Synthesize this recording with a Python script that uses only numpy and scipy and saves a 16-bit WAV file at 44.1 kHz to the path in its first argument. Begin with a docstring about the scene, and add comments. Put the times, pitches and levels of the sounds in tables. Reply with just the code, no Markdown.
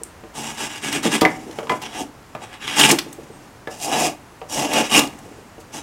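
"""A steady outdoor hiss over a low rumble and a lone snap come first; then a drawknife pares softwood.
Each stroke on the clamped stick advances in bites: one force of breaking fibres and friction noise is
coloured by the wood, then split into bench boom, stick rasp, fibre tearing and edge hiss.
Shavings snap as shaped noise bursts, the blade knocks as noise plus ringing modes, soft bumps and brushing
mark its way back, and faint gliding whistles and short reflections surround the work."""
import sys
import numpy as np
from scipy import signal
from scipy.fft import rfft, irfft
from scipy.io import wavfile
from scipy.ndimage import uniform_filter1d, map_coordinates

SR = 44100
rng = np.random.default_rng(int(sys.argv[2]) if len(sys.argv) > 2 else 0)


def wav_record(signal):
    """Record a signal, one row per channel, as 16-bit PCM in the file named by sys.argv[1]."""
    frames = np.transpose(np.atleast_2d(signal))
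    bounded = np.clip(frames, -1, 1)
    # unit amplitude maps onto the largest positive 16-bit level
    quanta = np.round(bounded * 32767).astype(np.int16)
    wavfile.write(sys.argv[1], SR, quanta)


N = 256662
TIME = np.arange(N) / SR
BURST_TIME = TIME[:SR // 2]   # half a second, the room for any short sound

# outdoor background colour: (frequency [Hz], relative density [dB per Hz])
AIR_COLOUR = [(13, -26), (22, -15), (49, -4), (76, -4.5), (112, -2), (199, -7), (241, -6.5), (651, -10.5),
              (707, -9.5), (857, -10.5), (931, -10), (1960, -17), (3690, -25.5), (6950, -26.5),
              (15900, -37.5)]
# thin, faint gliding tones:
# (time [s], length [s], start pitch [Hz], middle pitch [Hz], end pitch [Hz], peak level [dB])
WHISTLE_GLIDES = [(3.298, 0.095, 8700, 8300, 9100, -54), (4.16, 0.27, 10000, 10950, 10850, -65),
                  (4.382, 0.032, 8650, 8400, 7950, -58)]
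# dying time of the reflections round the bench: (frequency [Hz], t60 [s])
REFLECTION_DECAY = [(150, 0.51), (500, 0.3), (2000, 0.3), (6000, 0.18), (14000, 0.26)]
# the flat of the blade brushes back over the wood: (time [s], length [s], landing level before the mix [dB])
RETURN_STROKES = [(1.274, 0.49, -29), (1.686, 0.074, -30.5), (2.993, 0.47, -37.5), (5.05, 0.4, -36)]
# soft bumps while the knife is carried back: (time [s], relative level [dB])
CARRY_BUMPS = [(0.01, -33.5), (1.366, -31), (1.466, -27), (1.491, -28.5), (3.061, -26.5), (3.18, -26.5),
               (3.3, -32.5), (5.145, -44), (5.256, -33), (5.312, -34), (5.377, -34)]
# shavings split and chips fly: (time [s], relative level [dB], centre [Hz], width [octaves], t60 [s])
SHAVING_SNAPS = [ (0.0345, -13.5, 8950, 0.35, 0.0085), (0.927, -12, 4500, 6.7, 0.015),
                 (1.029, -18.5, 3320, 3.4, 0.06), (1.0524, -9, 2880, 1.6, 0.011),
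                 (1.21, -9, 3130, 3.8, 0.052), (1.2516, 12, 2076, 0.18, 0.0012),
                 (1.511, -29.5, 3530, 1.6, 0.024), (1.816, -27, 3950, 5.7, 0.069),
                 (2.678, -11, 2650, 1.1, 0.013), (2.794, -3.5, 3480, 5.8, 0.057),
                 (2.812, 2, 3180, 0.092, 0.013), (2.837, 0.5, 2470, 0.6, 0.012),
                 (2.852, 4.5, 2740, 0.48, 0.004), (2.903, -1, 2070, 0.59, 0.023),
                 (2.911, -2, 6700, 1.3, 0.039), (2.986, -8.5, 3260, 2.4, 0.036),
                 (3.128, -27, 10100, 2, 0.023), (4.732, -15.5, 3560, 8.2, 0.051),
                 (4.945, -6, 2530, 0.22, 0.052), (4.991, -4, 4000, 11, 0.029),
                 (5.037, -23, 3500, 1.4, 0.016), (5.074, -23.5, 5000, 1.6, 0.014),
                 (5.187, -38.5, 7200, 1.5, 0.034), (5.598, -42, 7000, 2.3, 0.11)]
# blade and stick knock together, and once, near 1.67 s, the brushing blade squeaks into a ring: (time [s], ring
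# level [dB], most excited pitch [Hz], spread [octaves], contact noise level [dB])
BLADE_KNOCKS = [ (0.237, -35, 410, 1, -46), (1.054, -15, 274, 1.14, -47), (1.218, -11.5, 397, 1.27, -28),
                (1.229, -10.5, 325, 0.38, -19.5), (1.243, -14.5, 770, 0.29, -32),
                (1.254, -14.5, 1810, 0.15, -15.5), (1.587, -19, 575, 0.27, -25.5),
                (1.629, -26, 520, 0.26, -38), (1.67, -24, 1024, 0.048, -34), (1.695, -25, 2100, 0.6, -16.5),
                (1.699, -5.5, 1007, 0.031, -30), (1.717, -24, 645, 0.3, -24.5), (2.35, -40, 740, 1.3, -29),
                (2.92, -9.5, 327, 0.5, -21), (3.673, -27.5, 1720, 0.13, -28.5),
                (3.682, -26, 560, 0.47, -52), (4.415, -32, 573, 0.62, -36.5), (5.581, -36, 485, 0.63, -49)]
# modes of blade, stick and bench: (pitch [Hz], level relative to the knock's ring [dB], t60 [s])
WORK_MODES = [ (172, -4.5, 0.2), (235, 4, 0.065), (320, -7.5, 0.22), (348.2, -3.5, 0.19), (452, -2, 0.11),
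              (550, 3, 0.03), (617, -12, 0.16), (759, -3.5, 0.24), (950, 4, 0.099), (1007, -8, .23),
              (1140, -6.5, 0.063), (1194, 4, 0.21), (1720, 5.5, 0.039), (2040, 7, 0.098), (2340, 3, 0.037),
              (2890, -41, .09), (3280, 12, 0.025)]
# colour of the contact noise: (frequency [Hz], relative density [dB per Hz])
CONTACT_COLOUR = [(50, -4), (120, 11.5), (260, 9), (600, 12.5), (1300, 6.5), (2200, -10), (3600, -27),
                  (5000, -16), (9000, -25), (16000, -27)]
# broad colour of the cut: (frequency [Hz], relative density [dB per Hz])
CUT_COLOUR = [(53, -74.5), (90, -51), (136, -9.5), (180, -8.5), (296, 2), (352, -1.5), (519, -7),
              (873, 0.5), (994, -8.5), (1440, -10.5), (2930, -18.5), (4330, -20.5), (6120, -15.5),
              (9440, -17.5), (15900, -33)]
# resonances and hollows of the rubbed blade and stick: (centre [Hz], width [Hz], lift [dB])
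WOOD_FORMANTS = [(143.8, 34, 15), (228.7, 26.4, 13), (300, 41, 7), (407, 12.6, 6.5), (734, 11, 10),
                 (881.3, 19.5, 8), (1280, 130, -5), (1460, 69, -8), (1675, 18, 11.5), (2004, 51, 7),
                 (2236, 72, 7), (2503, 125, 7.5), (2737, 96, 6), (2917, 260, 9), (3292, 49, 7),
                 (3510, 350, 3.5), (3850, 39, 14.5), (4000, 430, -3), (4946, 71, 9.5), (5360, 55, 9),
                 (5720, 41, 12), (6130, 74, 6), (6650, 36, 11), (7105, 31, 14), (7600, 100, 8),
                 (7333, 49, -17), (8470, 21, 16.5), (9750, 53, 7.5), (10500, 50, -1)]
# each stroke meets blade and stick at another spot; the shaving pitch is that of mid-stroke:
# (time [s], bench boom over stick rasp [dB], stick pitch [Hz], lift [dB],
#  shaving pitch [Hz], lift [dB], edge pitch [Hz], lift [dB])
CUT_STROKES = [ (0.30, -1.5, 895, 3, 2950, 2.5, 7550, 2.5), (0.80, 7, 590, 2.5, 5270, -1, 8400, 4.5),
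               (1.00, 6, 990, 3.5, 3560, 3, 9200, 3.5), (1.80, -2, 755, 6.5, 3260, 5.5, 5550, 3),
               (2.38, -9, 750, 4.5, 6700, -5, 8100, 4), (2.58, 0.5, 387, 1, 3150, 4.5, 10800, 3),
               (3.68, -7, 690, 6.5, 2670, 7.5, 5140, 1.5), (4.46, -3.5, 580, 7.5, 2830, 5.5, 5860, 2.5),
               (4.87, 0.5, 1184, 6, 2860, 11.5, 10800, 1.5), (5.701, 0.5, 870, 1.5, 3100, 0, 6070, 4.5)]
# the edge advances in bites, each a rise, a hold and a release; levels before the mix:
# (time [s], rise [s], hold [s], edge hiss [dB], stick rasp over hiss [dB], fibre tearing over hiss [dB])
CUT_BITES = [ (0.33, 0.041, 0.052, -31, 0.5, -2.5), (0.397, 0.047, 0.065, -31, -1.5, 0.5),
             (0.546, 0.056, 0.057, -27.5, -2.5, 1.5), (0.674, 0.029, 0.077, -35.5, -4.5, 4.5),
             (0.8, 0.049, 0.04, -27, -6.5, 3.5), (0.893, 0.043, 0.031, -24.5, -4.5, 4),
             (1.016, 0.036, 0.02, -24, 0, 4), (1.084, 0.055, 0.017, -20.5, -4, 4),
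             (1.807, 0.025, 0.033, -37.5, 4.5, 7), (1.87, 0.091, 0.024, -35.5, 4, 5),
             (1.941, 0.057, 0.014, -29, 5, -4.5), (2.397, 0.029, 0.015, -41, 8, 5),
             (2.506, 0.023, 0.02, -46.5, 5, 12), (2.591, 0.039, 0.044, -38.5, -2, 10),
             (2.655, 0.024, 0.1, -32, -3, 8.5), (2.740, 0.054, 0.071, -14, -3.5, 2.5),
             (2.865, 0.033, 0.0028, -12, -1.5, -1.5), (3.693, 0.016, 0.043, -38.5, 0.5, -6),
             (3.781, 0.057, 0.015, -22, -4.5, -10.5), (3.835, 0.039, 0.051, -28.5, 7, -5),
             (3.87, 0.063, .04, -23.5, 6.5, 2), (3.941, 0.053, 0.075, -20, 3.5, -3),
             (4.48, 0.048, 0.095, -23, -5.5, -9), (4.542, 0.03, 0.083, -25.5, 5.5, 0),
             (4.666, 0.099, 0.04, -20.5, 6, 4), (4.802, 0.023, 0.047, -29.5, -5, 2.5),
             (4.884, 0.073, 0.027, -12, -2.5, 1.5), (4.997, 0.017, 0.023, -27.5, 5, -8),
             (5.715, 0.029, 0.044, -32, -2, -3.5)]
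# how fast each part falls after a bite: bench, stick, fibres, edge [dB per s]
PART_RELEASES = [350, 316, 410, 430]

AIR_DB = -44.5
BUMP_HZ = 338
RISE_CURVE = 1.4   # the force builds as this power of time
BENCH_LAG_S = 0.0085   # the heavy bench answers late
DRAG_DB = -10.5   # between bites the edge stays in the wood and drags on, this far below them
SHAVING_FALL_OCTAVES = 0.16   # over a stroke the shaving grows longer and rings lower
WANDER, WANDER_RATE = .006, 4   # waver as the contact travels: share of pitch, times a second
CUTOFF_HZ = 15900


def from_db(db):
    """Decibels to gain."""
    return 10 ** (np.asarray(db) / 20)


def rms_one(x):
    """Scale to unit rms."""
    return x / np.sqrt(np.mean(x ** 2) + 1e-20)


def at_hz(points, hz):
    """Read the second column of a table on a log-frequency axis."""
    table = np.array(points)
    return np.interp(np.log(hz), np.log(table[:, 0]), table[:, 1])


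def colour(x, db_at, size=8192):
    """Causal (minimum-phase) filter whose gain in dB is a function of Hz; white noise keeps its level."""
    hz = np.maximum(np.arange(size // 2 + 1) * SR / size, 1)
    gain = rms_one(from_db(db_at(hz)))
    cepstrum = irfft(np.log(gain + 1e-9))
    # folding the cepstrum onto positive time makes the filter minimum-phase
    cepstrum[1:size // 2] *= 2
    cepstrum[size // 2 + 1:] = 0
    response = irfft(np.exp(rfft(cepstrum)))
    return signal.fftconvolve(x, response)[:len(x)]


def band(x, low, high, order=4):
    """Butterworth band-pass."""
    edges = [low, min(high, .48 * SR)]
    return signal.sosfilt(signal.butter(order, edges, "band", fs=SR, output="sos"), x)


def drift(rate):
    """Smooth random curve of unit rms that changes about `rate` times a second."""
    hz = np.arange(N // 2 + 1) * SR / N
    spectrum = rfft(rng.standard_normal(N)) / (1 + (hz / rate) ** 2)
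    return rms_one(irfft(spectrum, N))


def fade(t60):
    """Half a second of exponential decay, down 60 dB after t60 seconds."""
    return np.exp(-np.log(1000) * BURST_TIME / t60)


def burst(t60):
    """Noise that starts at once and dies away."""
    return rng.standard_normal(SR // 2) * fade(t60)


def add(out, s, sound):
    """Mix a sound in at a time in seconds."""
    start = max(round(s * SR), 0)
    out[start:start + len(sound)] += sound[:N - start]


def hump(hz, centre, width):
    """Resonance shape, 1 on top."""
    return 1 / (1 + (2 * (hz - centre) / width) ** 2)


def push(t, rise_s, hold_s, release_db_per_s):
    """Gain of one push, t seconds after it starts: it builds, holds and lets go."""
    built = np.clip(t / rise_s, 1e-6, 1) ** RISE_CURVE
    return built * from_db(-release_db_per_s * np.maximum(t - rise_s - hold_s, 0))


def wood_colour(hz):
    """Broad colour of the cut with its resonances and hollows, in dB."""
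    return at_hz(CUT_COLOUR, hz) + sum(db * hump(hz, centre, width) for centre, width, db in WOOD_FORMANTS)


def air():
    """Steady outdoor hiss over a low rumble: coloured noise whose level wavers slightly."""
    waver_db = .35 * drift(2)
    hiss = colour(rng.standard_normal(N), lambda hz: at_hz(AIR_COLOUR, hz))
    return from_db(AIR_DB + waver_db) * hiss


def whistles():
    """Short, high sine tones that glide along a parabola through three pitches and swell and fade."""
    out = np.zeros(N)
    for s, length, start_hz, middle_hz, end_hz, db in WHISTLE_GLIDES:
        along = np.linspace(0, 1, int(length * SR))
        parabola = np.polyfit([0, .5, 1], [start_hz, middle_hz, end_hz], 2)
        phase = 2 * np.pi * np.cumsum(np.polyval(parabola, along)) / SR
        add(out, s, from_db(db) * np.sin(np.pi * along) * np.sin(phase))
    return out


def reflections(build_s=0.00043):
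    """Diffuse response of the surroundings, unit energy: noise bands that each die at their own rate."""
    edges = np.geomspace(80, 20000, 9)
    tail = 0
    for low, high in zip(edges, edges[1:]):
        t60 = at_hz(REFLECTION_DECAY, np.sqrt(low * high))
        tail = tail + band(burst(t60), low, high, order=2)
    tail = tail * (1 - np.exp(-BURST_TIME / build_s))
    return tail / np.sqrt(np.sum(tail ** 2))


def brushing(catch_db=2.5, catch_rate=40, tilt_db=-0.5, landing_s=0.011, ease_db=9, ease_s=0.15,
             lift_db_per_s=170):
    """Light rubbing that catches here and there and eases after the blade lands; tilt in dB an octave."""
    rub = rng.standard_normal(N) * from_db(catch_db * drift(catch_rate))
    pressure = np.zeros(N)
    for s, length, db in RETURN_STROKES:
        eased = 1 - np.exp(-np.maximum(TIME - s - landing_s, 0) / ease_s)
        stroke = push(TIME - s, landing_s, length - landing_s, lift_db_per_s)
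        pressure += from_db(db - ease_db * eased) * stroke
    return pressure * colour(rub, lambda hz: wood_colour(hz) + tilt_db * np.log2(hz))


def bumps(t60=0.045, width=1.57, swell_s=0.0096, level_db=4.0):
    """Dull, short thuds: low-pitched noise with a soft start and a quick decay."""
    out = np.zeros(N)
    swell = from_db(level_db) * 2 * (1 - np.exp(-BURST_TIME / swell_s))
    for s, db in CARRY_BUMPS:
        noise = rng.standard_normal(SR // 2)
        thud = rms_one(band(noise, BUMP_HZ / width, BUMP_HZ * width, order=3))
        add(out, s, from_db(db) * thud * fade(t60) * swell)
    return out


def snaps(skirt_db=-14.0, first_crack=1.84, brittle_s=0.04, swell_share=0.055, damping_hz=12000):
    """A brittle break is one sharp crack, a tough one swells and tears on; piece size sets the pitch."""
    out = np.zeros(N)
    for s, db, centre_hz, width, t60 in SHAVING_SNAPS:
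        split = burst(t60) * (1 - np.exp(-BURST_TIME / (swell_share * t60)))
        split[0] = first_crack * np.exp(-t60 / brittle_s)   # the shorter the snap, the sharper its onset

        def snap_db(hz):
            """Peak at the piece's pitch, with the treble absorbed by the wood."""
            peak = skirt_db * np.log10(1 + (2 * np.log2(hz / centre_hz) / width) ** 2)
            size_loss = 10 * np.log10(1 + (hz / centre_hz / 2) ** 2)
            wood_loss = 10 * np.log10(1 + (hz / damping_hz) ** 4)
            return peak - size_loss - wood_loss

        add(out, s, from_db(db) * colour(split, snap_db))
    return out


def knocks(contact_t60=0.13, press_s=0.00029, scatter_db=0.1,
           tick_db=-2.0, tick_hz=2600, tick_octaves=0.94, tick_t60=0.029):
    """The steel lands with a tick; where and how hard it lands decides which modes ring most."""
    def tick_colour(hz):
        """Single broad peak of the tick, in dB."""
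        return -20 * np.log10(1 + (np.log2(hz / tick_hz) / tick_octaves * 2) ** 2)

    out = np.zeros(N)
    press = 1 - np.exp(-BURST_TIME / press_s)   # soft wood gives way before it pushes back
    for s, ring_db, centre_hz, spread, contact_db in BLADE_KNOCKS:
        tick = colour(burst(tick_t60), tick_colour)
        contact = colour(burst(contact_t60), lambda hz: at_hz(CONTACT_COLOUR, hz))
        sound = from_db(contact_db) * (contact + from_db(tick_db) * tick)
        for hz, db, t60 in WORK_MODES:
            share = 1 / (1 + (np.log2(hz / centre_hz) / spread) ** 4)
            swing = np.sin(2 * np.pi * hz * BURST_TIME) * rng.choice([-1, 1])
            level = from_db(ring_db + db + scatter_db * rng.standard_normal())
            sound = sound + share * level * swing * fade(t60)
        add(out, s, sound * press)
    return out


def stroke_gains(t, bites, boom_db):
    """Gains of bench, stick, fibres and edge: each bite pushes, and a quieter drag bridges the gaps."""
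    s, rise_s, hold_s, hiss_db, rasp_db, tear_db = np.transpose(bites)
    levels_db = [hiss_db + rasp_db + boom_db, hiss_db + rasp_db, hiss_db + tear_db, hiss_db]
    gains = []
    for db, lag, release in zip(levels_db, [BENCH_LAG_S, 0, 0, 0], PART_RELEASES):
        pushes = from_db(db) * push(t[:, None] - s - lag, rise_s, hold_s, release)
        bridge_db = np.interp(t - lag, s + rise_s, db, left=-np.inf, right=-np.inf)
        gains.append(np.maximum(pushes.max(axis=1), from_db(DRAG_DB + bridge_db)))
    return gains


def voiced(force, along, voicing, widths):
    """The force colours itself in the wood; `along` runs from 0 to 1 over the stroke."""
    sound = 0
    for place in np.linspace(0, 1, 3):   # crossfade three colours along the stroke
        shaving_ratio = 2 ** (SHAVING_FALL_OCTAVES * (.5 - place))
        pitches = np.array(voicing[::2]) * [1, shaving_ratio, 1]   # stick, shaving, edge
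        spot = list(zip(pitches, voicing[1::2], widths))
        here = colour(force, lambda hz: wood_colour(hz) + sum(
            db * hump(hz, centre, width) for centre, db, width in spot))
        sound = sound + here * np.maximum(1 - 2 * np.abs(along - place), 0)
    # reading the sound at a wavering speed bends its resonances
    speed = 1 + WANDER * drift(WANDER_RATE)[:len(force)]
    return map_coordinates(sound, [np.cumsum(speed)], order=3, mode="mirror")


def cutting(fibres_per_s=1700, size_db=3.0, friction=0.76, slip_db=0.5, slip_rate=170,
            stick_width_hz=220, shaving_width_hz=600, edge_width_hz=1400):
    """Fibres break one by one under an edge that sticks and slips; the one force drives every part."""
    sizes = from_db(size_db * np.minimum(rng.exponential(1, N), 4)) * rng.choice([-1, 1], N)
    breaks = rms_one(sizes * (rng.random(N) < fibres_per_s / SR))
    force = (breaks + friction * rng.standard_normal(N)) * from_db(slip_db * drift(slip_rate))
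    widths = [stick_width_hz, shaving_width_hz, edge_width_hz]
    edges = [105, 450, 1200, 4000, 17000]   # Hz, between them bench, stick, fibres, edge
    ends = [stroke[0] for stroke in CUT_STROKES[1:]] + [N / SR]
    out = np.zeros(N)
    for (start, boom_db, *voicing), end in zip(CUT_STROKES, ends):
        near = (TIME > start) & (TIME < end + .15)   # leave room for the release
        bites = [bite for bite in CUT_BITES if start <= bite[0] < end]
        last_hold_end = sum(bites[-1][:3])
        along = np.interp(TIME[near], [bites[0][0], last_hold_end], [0, 1])
        sound = voiced(force[near], along, voicing, widths)
        gains = stroke_gains(TIME[near], bites, boom_db)
        for gain, low, high in zip(gains, edges, edges[1:]):
            part = band(sound, low, high)
            # level each part over about 54 ms, so that the bites alone set its loudness
            part = part / np.sqrt(uniform_filter1d(part ** 2, size=2400) + 1e-12)
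            out[near] += part * gain
    return out


def scene(cut_db=-5.0, cut_wet_db=-11, knock_wet_db=-8, snap_wet_db=-9, lowest_hz=110):
    """The work close by, its reflections and the background."""
    cut = from_db(cut_db) * (cutting() + brushing())
    # a gentle high-pass takes the lowest bass out of knocks and bumps
    knock = band(knocks() + bumps(), lowest_hz, CUTOFF_HZ, order=1)
    snap = snaps()
    send = from_db(cut_wet_db) * cut + from_db(knock_wet_db) * knock + from_db(snap_wet_db) * snap
    reflected = signal.fftconvolve(send, reflections())[:N]
    return (cut + knock + snap + reflected + air() + whistles())[None]


def record(dry):
    """Peaks beyond full scale overload the recorder and clip; a steep low-pass cuts the top."""
    top_cut = signal.ellip(10, .1, 70, CUTOFF_HZ, fs=SR, output="sos")
    return signal.sosfilt(top_cut, np.clip(dry, -1, 1))


dry = scene()
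out = record(dry)
wav_record(out)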